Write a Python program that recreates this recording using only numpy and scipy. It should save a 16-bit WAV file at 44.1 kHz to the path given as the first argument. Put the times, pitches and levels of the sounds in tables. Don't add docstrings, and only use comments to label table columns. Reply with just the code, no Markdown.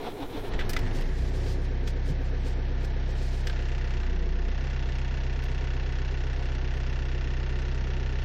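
import sys
import numpy as np
from scipy import signal
from scipy.fft import rfft, irfft, next_fast_len
from scipy.io import wavfile
from scipy.ndimage import uniform_filter1d

SR = 44100
rng = np.random.default_rng(int(sys.argv[2]) if len(sys.argv) > 2 else 0)


def materialize(psi):
    bounded = np.clip(np.atleast_2d(psi).T, -1, 1)
    quanta = np.round(bounded * 32767).astype(np.int16)
    wavfile.write(sys.argv[1], SR, quanta)


def voltage_ratio(decibels):
    exponent = np.asarray(decibels, float) / 20
    return 10 ** exponent


N = 363384
T = np.arange(N) / SR


def curve(table):
    s, *columns = np.transpose(table)
    return [np.interp(T, s, c) for c in columns]


def by_speed(table, hz):
    rate, *columns = np.transpose(table)
    return [np.interp(hz, rate, c) for c in columns]


def ramp(start, end):
    return np.clip((T - start) / (end - start), 0, 1)


def heard(table, fade=0.024):
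    inside = np.clip(np.minimum(T - table[0][0], table[-1][0] - T) / fade + 1, 0, 1)
    return inside * voltage_ratio(curve(table)[0])


def unit(x):
    return x / np.sqrt(np.mean(x ** 2))


def colour(x, spectrum):
    hz, db = np.transpose(spectrum)
    size = next_fast_len(N)
    f = np.arange(1, size // 2 + 2) * SR / size
    gain = voltage_ratio(np.interp(np.log(f), np.log(hz), db, -120, -120))
    return unit(irfft(rfft(x, size) * gain, size)[:N])


def ring(x, modes):
    out = np.zeros(N)
    for k, (hz, width, db) in enumerate(modes):
        out += (-1) ** k * voltage_ratio(db) * signal.lfilter(*signal.iirpeak(hz, hz / width, SR), x)
    return unit(out)


def noise():
    return rng.standard_normal(N)


def walk(rate):
    k = int(SR / rate)
    return uniform_filter1d(np.repeat(rng.standard_normal(N // k + 1), k)[:N], k)


def cyclic(turn, share, renew):
    size = 5500
    place = (turn / 4 % 1 * size).astype(int)
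    first, second = rng.standard_normal((2, size))[:, place]
    drift = renew * np.cumsum(walk(2.022) + 1) / SR
    share = np.clip(share, 0, 1)
    repeated = np.cos(drift) * first + np.sin(drift) * second
    return np.sqrt(share) * repeated + np.sqrt(1 - share) * noise()


def burst(turn, hz, t60, scatter_db, rise=0.00099):
    since = turn % 1 / hz
    strength = voltage_ratio(scatter_db * rng.standard_normal(600))[turn.astype(int)]
    return strength * (1 - np.exp(-since / rise)) * voltage_ratio(-60 * since / t60)


# hardest moment in seconds, free again in seconds, level in dB.
COMPRESSIONS = [
    (-.06, -0.047, -41),
    (0.073, 0.145, -35.5),
    (.23, 0.275, -37),
    (0.37, 0.427, -36.5),
    (0.458, 0.503, -39),
    (0.522, 0.577, -38),
    (0.596, .66, -44),
]
FREE_DB = -50


def labour():
    return heard([row for hard, free, db in COMPRESSIONS for row in ((hard, db), (free, FREE_DB))])


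# frequency in Hz, density in dB per Hz.
GRIND = [(35, -42), (60, -16), (203, -39), (247, -18), (411, -4), (581, -19), (931, -15.5), (1470, -28),
         (1730, -38), (2030, -34), (4600, -31.5), (5980, -36), (10100, -120)]
# resonance in Hz, width in Hz, level in dB.
PINION = [(275, 75, 2), (323, 43, 1.5), (460, 73, -2.5), (729, 46, 3), (850, 210, -10), (1480, 280, -13),
          (2070, 540, -19.5), (3490, 380, -14), (4070, 220, -19.5)]


def starter():
    teeth = noise() * voltage_ratio(1.2 * rng.exponential(size=N)) * voltage_ratio(1.5 * walk(120))
    return labour() * (voltage_ratio(-5.5) * colour(teeth, GRIND) + voltage_ratio(0.5) * ring(teeth, PINION))


WHIRR_HZ, WHIRR_DB = (247.5, 374, 434.3), -46.5
HELPED_S, RELEASE_S = .42, .65
HOUSING_HZ, HOUSING_DB_PER_HZ = 880, .09
# multiple of the tooth rate, level in dB.
WHIRR_TONES = [(1, -1), (3, -5), (4, -9)]


def whirr():
    held, helped, free = WHIRR_HZ
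    hard = [row[0] for row in COMPRESSIONS] + [RELEASE_S + 0.11]
    rows = []
    for a, b in zip(hard, hard[1:]):
        rows += [(a, held if a < HELPED_S else helped), ((a + b) / 2, free)]
    hz = uniform_filter1d(curve(rows)[0], size=SR // 25) * (1 + 0.0294 * walk(90.1))
    angle = 2 * np.pi * np.cumsum(hz) / SR
    tones = np.zeros(N)
    for k, db in WHIRR_TONES:
        muffled_db = HOUSING_DB_PER_HZ * np.maximum(k * hz - HOUSING_HZ, 0)
        tones += voltage_ratio(db + 4.2 * walk(60) - muffled_db) * np.sin(k * angle)
    return voltage_ratio(WHIRR_DB) * np.sqrt(2) * (1 - ramp(RELEASE_S, RELEASE_S + 0.0305)) * tones


LOAD_S = (3.98, 4.2, 4.42, 4.58)


def load():
    carried = ramp(*LOAD_S[2:])
    return ramp(*LOAD_S[:2]) - carried, carried


def flare():
    centre_s, width_s = 1.45, 0.14
    return np.exp(-((T - centre_s) / width_s) ** 2)


SETTLE_S = (1.2, 1.3)
LEAD_RAD = (6.4, 2.4, 4.7, 3.8)


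def lead_rad():
    run, idle, dragged, loaded = LEAD_RAD
    drag, carried = load()
    return run + (idle - run) * ramp(*SETTLE_S) + (dragged - idle) * drag + (loaded - idle) * carried


# firing rate in Hz, boom in dB at 1, 2, 3 and 4 times that rate.
BOOM = [(5.6, -61, -40, -60, -54), (6.4, -41, -45, -62, -49), (12, -40, -35, -38, -47),
        (15.3, -26.5, -49, -52, -36), (22, -28, -33.5, -41, -50), (24.6, -26.5, -35, -37, -32),
        (27.3, -27, -54, -43, -40), (28.7, -25, -41, -42, -48), (30.3, -29, -30.5, -47, -41),
        (33.05, -29, -33, -48.5, -39), (34.7, -31, -21, -37, -42)]
LOAD_DB = (2.4, 0, 0, -22)
LOADED_DB = (-1, 0.7, 1.5, 1.5)
FLARE_DB, FLARE_RUMBLE_DB = 13, 3


def tones_db(hz):
    drag, carried = load()
    levels = []
    for db, dragged, loaded in zip(by_speed(BOOM, hz), LOAD_DB, LOADED_DB):
        levels.append(db + dragged * np.minimum(2 * drag, 1) + loaded * carried)
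    levels[2] = levels[2] + FLARE_DB * flare()
    return levels


# multiple of the firing rate, level in dB relative to the first tone.
UPPER = [(.5, -32.5), (.75, -55), (1.5, -48.5), (2.5, -48), (3.5, -45), (5, -21), (6, -25.5), (7, -28.5),
         (8, -35.5), (10, -33.5), (11.75, -30.5), (22, -33), (29, -35.5), (38, -40.5)]


def boom(turn, levels_db):
    lead = lead_rad()
    angle = 2 * np.pi * turn
    out = voltage_ratio(levels_db[0]) * np.cos(angle)
    out += voltage_ratio(levels_db[1]) * np.cos(2 * angle + lead)
    out += voltage_ratio(levels_db[2]) * np.sin(3 * angle + lead)
    out -= voltage_ratio(levels_db[3]) * np.cos(4 * angle + 2 * lead)
    for k, db in UPPER:
        out += voltage_ratio(levels_db[0] + db + 2.4 * walk(6)) * np.cos(k * (angle + lead / 2) + walk(3))
    return np.sqrt(2) * out


# frequency in Hz, density in dB per Hz.
RUMBLE = [(24, -12), (40, 2), (62, -9.5), (103, -3), (136, -7), (233, -14.5), (366, -23.5), (592, -26),
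          (685, -20.5), (1040, -25.5), (1300, -27), (1690, -107), (2860, -120)]
# resonance in Hz, width in Hz, level in dB.
PANELS = [(250, 20.2, -3.5), (362.6, 25.5, 0), (453, 36.3, -4.5), (535, 44, -8), (679, 54, -12),
          (914, 35, -16)]


def body(turn, hz, db):
    jolts = burst(2 * turn + .25, 2 * hz, .09, .6) * cyclic(turn, .6, renew=.7)
    swell = 1 + .2 * np.cos(4 * np.pi * turn + 1.5)
    shake = colour(cyclic(turn, .8, renew=.8) * swell, RUMBLE)
    lope = 1 + 0.097 * np.cos(np.pi * turn / 2 + 3.7)
    return voltage_ratio(db) * (shake + voltage_ratio(-4.0) * lope * ring(jolts, PANELS))


# frequency in Hz, density in dB per Hz.
GEAR = [(530, -7), (900, -6.5), (1180, -21), (1490, -8), (2200, -11.5), (2570, -12), (3340, -14.5),
        (4120, -16.5), (7140, -31), (9000, -51.5), (11700, -83), (19800, -120)]
# resonance in Hz, width in Hz, level in dB.
BLOCK = [(1383, 50, 2), (1560, 37, 7), (1740, 203, 2), (2030, 40, 7.5), (2200, 130, -4), (2760, 180, 5),
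         (3093, 240, -10.5), (3403, 57, 2.5), (4270, 230, -19), (4840, 160, -4.5), (5570, 390, -14.5),
         (6540, 270, -11.5)]


def gear(turn, db):
    swell = 1 + .12 * np.cos(2 * np.pi * turn + .9)
    ticks = cyclic(turn, .3, renew=1.5) * voltage_ratio(1.5 * rng.exponential(size=N)) * swell
    return voltage_ratio(db + 0.64 * walk(17)) * (colour(ticks, GEAR) + voltage_ratio(-11.5) * ring(ticks, BLOCK))


LIGHT_TURN = (.44, .64, .575)


def light_off(turn):
    idle, dragged, loaded = LIGHT_TURN
    drag, carried = load()
    return turn + idle + (dragged - idle) * drag + (loaded - idle) * carried


# frequency in Hz, level in dB.
CRACK = [(900, -7.5), (1500, 1.5), (3000, -2.5), (4500, -9.5), (6500, -16), (9000, -28)]


def knock(turn, hz, db):
    light = light_off(turn)
    since = np.minimum(light % 1 / hz * SR, 3999).astype(int)
    habit = rng.standard_normal((5, 4000))
    gas = habit[4, since] + .2 * habit[light.astype(int) % 4, since] + .5 * noise()
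    crack = colour(burst(light, hz, 0.026, 1.0, rise=0.0045) * gas, CRACK)
    rung = ring(burst(light, hz, 0.072, 0.48, rise=0.0021) * gas, BLOCK)
    return voltage_ratio(db) * (rung + voltage_ratio(-4.5) * crack)


INJECTOR_DB, PILOT_TURN = -15.5, .13
# frequency in Hz, level in dB.
NEEDLE = [(3800, -10.5), (4700, -3), (5500, -1), (6300, -4), (7200, -31)]


def injectors(turn, hz, db):
    light = light_off(turn)
    snaps = sum(burst(light - late, hz, 0.07, 1.3, rise=.0006) for late in (0, PILOT_TURN))
    return voltage_ratio(db + INJECTOR_DB) * colour(snaps * noise(), NEEDLE)


# resonance in Hz, width in Hz, level in dB.
DRY = [(226.6, 45, -3), (264, 22, 4.5), (472, 71, -5.5), (1600, 200, -13), (1940, 350, -14)]
RATTLE_S, RATTLE_DB, OIL_DB_PER_S = (0.5, .8), -43.5, -2.5


def rattle(turn):
    db = RATTLE_DB - 28 * (1 - ramp(*RATTLE_S)) + OIL_DB_PER_S * (T - RATTLE_S[1])
    return voltage_ratio(db) * ring(cyclic(turn, 0.66, renew=1.5), DRY)


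KEY_BACK_S, METAL_T60_S, PLASTIC_T60_S = .715, 0.11, 0.045
# start in seconds, peak in dB, ring in Hz, snap in dB, bright edge in dB.
CLICKS = [(0.5347, -32.5, 1900, -18.5, -37), (0.5905, -25, 1970, -22.5, -31.5),
          (0.607, -30, 1660, -24, -47), (0.6929, -30.5, 1710, -7.5, -6), (0.7325, -24.5, 1910, -11, -14),
          (0.7643, -16, 2010, -16, -29), (0.79, -37, 1820, -5, -9), (0.863, -30.5, 1870, -28, -36),
          (1.0097, -31.5, 1920, -25, -20), (1.8749, -29, 3340, -12.5, -22), (2.846, -37.5, 1720, -8, -15.5),
          (3.47, -22.5, 1740, -12.5, -25.5), (3.4968, -26, 1560, -20, -34.5),
          (5.4377, -37.5, 1036, -10, -13)]
# start in seconds, peak in dB, pitch in Hz, 60 dB decay in seconds.
THUMPS = [
    (2.097, -23, 136, 0.07),
    (2.098, -38, 95, 0.068),
    (2.102, -31.5, 245, 0.043),
    (2.117, -27, 144, 0.068),
    (0.526, -23, 40, 0.16),
    (0.587, -35, 61.9, 0.11),
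    (0.691, -38, 99, 0.11),
]


def clicks():
    out, rough, since = np.zeros(N), noise(), T[:SR // 4]
    wide = colour(rough, [(1200, 4.0), (1800, 4.5), (2700, 1.0), (3500, 2.0), (4400, -9)])
    snap = colour(rough, [(4200, 0.5), (5000, 6.0), (8500, -8.5)])
    bright = colour(rough, [(8000, -13), (9500, -11.5), (15000, -9), (16000, -20)])
    for s, db, hz, snap_db, bright_db in CLICKS:
        t60 = METAL_T60_S if s < KEY_BACK_S else PLASTIC_T60_S
        span = int(s * SR) + np.arange(len(since))
        fade = (1 - np.exp(-since / 0.001)) * voltage_ratio(db - 60 * since / t60)
        edge = voltage_ratio(snap_db + 1.5) * snap[span] + voltage_ratio(bright_db - 1.0) * bright[span]
        tone = 0.4 * np.sin(2 * np.pi * hz * since)
        out[span] += fade * (tone + 0.41 * wide[span] + voltage_ratio(-25 * since / t60) * edge)
    for s, db, hz, t60 in THUMPS:
        span = int(s * SR) + np.arange(len(since))
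        fade = (1 - np.exp(-since / 0.0028)) * voltage_ratio(db - 60 * since / t60)
        out[span] += 2 * fade * np.sin(2 * np.pi * hz * since)
    return out


# peak in seconds, rise in seconds, fall in seconds, level in dB.
SLEEVE = [(.97, 0.2, 0.17, -52), (1.5, 0.56, 0.11, -48.5), (1.65, 0.088, 0.06, -53.5),
          (1.88, 0.033, 0.05, -49), (2.101, 0.13, 0.05, -50.5), (2.26, 0.064, 0.11, -57.5),
          (2.48, 0.1134, .12, -51), (2.85, 0.061, 0.054, -53.5), (3.22, 0.23, 0.57, -49.5)]
STROKE_DB = 17.5


def strokes():
    out = np.zeros(N)
    for s, rise, fall, db in SLEEVE:
        out += voltage_ratio(db - STROKE_DB * np.maximum((s - T) / rise, (T - s) / fall))
    return out


# frequency in Hz, density in dB per Hz.
CLOTH = [(1470, -28), (2500, -8.5), (2990, -9), (4910, -6.5), (10100, -22.5), (11500, -33.5),
         (15000, -20.5)]


def sleeve():
    grains = noise() * voltage_ratio(0.93 * rng.exponential(size=N))
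    return strokes() * voltage_ratio(2.76 * walk(40) - 1.0) * colour(grains, CLOTH)


COLD_DB, COLD_DB_PER_S = -50.5, -1.1
FLOOR_DB, FLOOR_DB_PER_S = -60, 0.98
# resonance in Hz, width in Hz, level in dB.
COLD_RING = [(447, 70, -2.5), (536, 51, -5.5)]
FLOOR_RING = [(366, 45, -0.5), (324, 40, -7.5)]


def cold(turn, hz):
    shake = cyclic(turn, .92, renew=.3)
    first, second = (burst(turn / 4 + early, hz / 4, .11, .8, rise=.006) * shake for early in (.69, .54))
    bulkhead = voltage_ratio(COLD_DB + COLD_DB_PER_S * T) * ring(first, COLD_RING)
    floor = voltage_ratio(FLOOR_DB + FLOOR_DB_PER_S * T) * ring(second, FLOOR_RING)
    return ramp(*SETTLE_S) * (bulkhead + floor)


# multiple of the firing rate, level in dB.
DRONE = [(6, -50.5), (12, -49.5)]


def drone(turn):
    hum = np.zeros(N)
    for k, db in DRONE:
        hum += np.sqrt(2) * voltage_ratio(db + 1.5 * walk(8)) * np.cos(2 * np.pi * k * turn)
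    return load()[0] * hum


FIRST_TURN = .472
WARM_S, WARM_DB = (1.8, 3.06), 3
ADVANCE_S, ADVANCE_DB = 3.52, -49
LOAD_KNOCK_DB, LOAD_GEAR_DB = -3, -2.5
# time in seconds, firing rate in Hz.
SPEED = [(0.0, 5.51), (0.32, 6.69), (0.5, 13.81), (0.6, 15.55), (0.68, 20.65), (0.8, 23.97), (1.16, 30.75),
         (1.21, 34.13), (1.37, 32.17), (2.37, 31.8), (3.17, 32.07), (3.94, 31.67), (4.02, 30.59),
         (4.24, 30.38), (4.67, 32.87), (4.91, 30.93), (4.97, 32.01), (8.24, 31.68)]
# firing rate in Hz, body rumble in dB, valve gear in dB, cold knock in dB.
CLATTER = [(5.6, -51, -58, -77), (10, -45, -53, -68), (14.75, -38.5, -49, -60), (23.8, -38, -47, -53.5),
           (28.2, -38, -52, -51.5), (29.6, -42.5, -52, -60.5)]


def scene():
    hz, = curve(SPEED)
    turn = FIRST_TURN + np.cumsum(hz) / SR
    rumble_db, gear_db, knock_db = by_speed(CLATTER, hz)
    drag, warm_db = load()[0], WARM_DB * ramp(*WARM_S)
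    knock_db = np.where(T < ADVANCE_S, knock_db + warm_db, ADVANCE_DB + LOAD_KNOCK_DB * drag)
    out = starter() + whirr()
    out += boom(turn, tones_db(hz)) + body(turn, hz, rumble_db + FLARE_RUMBLE_DB * flare())
    out += gear(turn, gear_db + warm_db + LOAD_GEAR_DB * drag)
    out += knock(turn, hz, knock_db) + injectors(turn, hz, knock_db) + rattle(turn)
    out += clicks() + sleeve() + cold(turn, hz) + drone(turn)
    return out[None]


def squelch(x, floor_db, mask_db, spread_db):
    frame = dict(window="cosine", nperseg=2048, noverlap=1024)
    z = signal.stft(np.pad(x, (15, 0)), **frame)[2]
    bands = z[256:1024].reshape(24, 32, -1)
    level_db = 10 * np.log10(np.mean(abs(bands) ** 2, axis=1) + 1e-30)
    bass = np.sum(abs(z[:10]) ** 2, axis=0)
    booming = np.clip(2 * np.log10(bass + 1e-30) + 7.4, 0, 1)
    reach = np.exp(-((np.arange(24) - 2.3) / 2.2) ** 2)[:, None]
    bar_db = floor_db + mask_db * booming * reach
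    keep = level_db > bar_db + spread_db * rng.standard_normal(level_db.shape)
    z[256:1024] = (bands * keep[:, None]).reshape(768, -1)
    return signal.istft(z, **frame)[1][15:15 + N]


def band_limit(x):
    return signal.sosfilt(signal.butter(12, 16100, fs=SR, output="sos"), x)


HISS_DB, DUCK_S, DUCK_DB, CREEP_DB, CREEP_S = -60.5, 0.494, -6, -4, 0.5
OFFSET = .002


def record(dry):
    hiss = colour(noise(), [(2000, -10), (5000, 0), (15800, 0), (16000, -20)])
    ducked_db = DUCK_DB + CREEP_DB * (1 - np.exp(-(T - DUCK_S) / CREEP_S))
    hiss_db = HISS_DB + (T > DUCK_S) * ducked_db
    rounded = np.tanh(dry[0] * 5) / 4.8
    sound = squelch(rounded + voltage_ratio(hiss_db) * hiss, floor_db=-94.5, mask_db=4.0, spread_db=2.0)
    return band_limit(sound[None] + OFFSET)


dry = scene()
out = record(dry)
materialize(out)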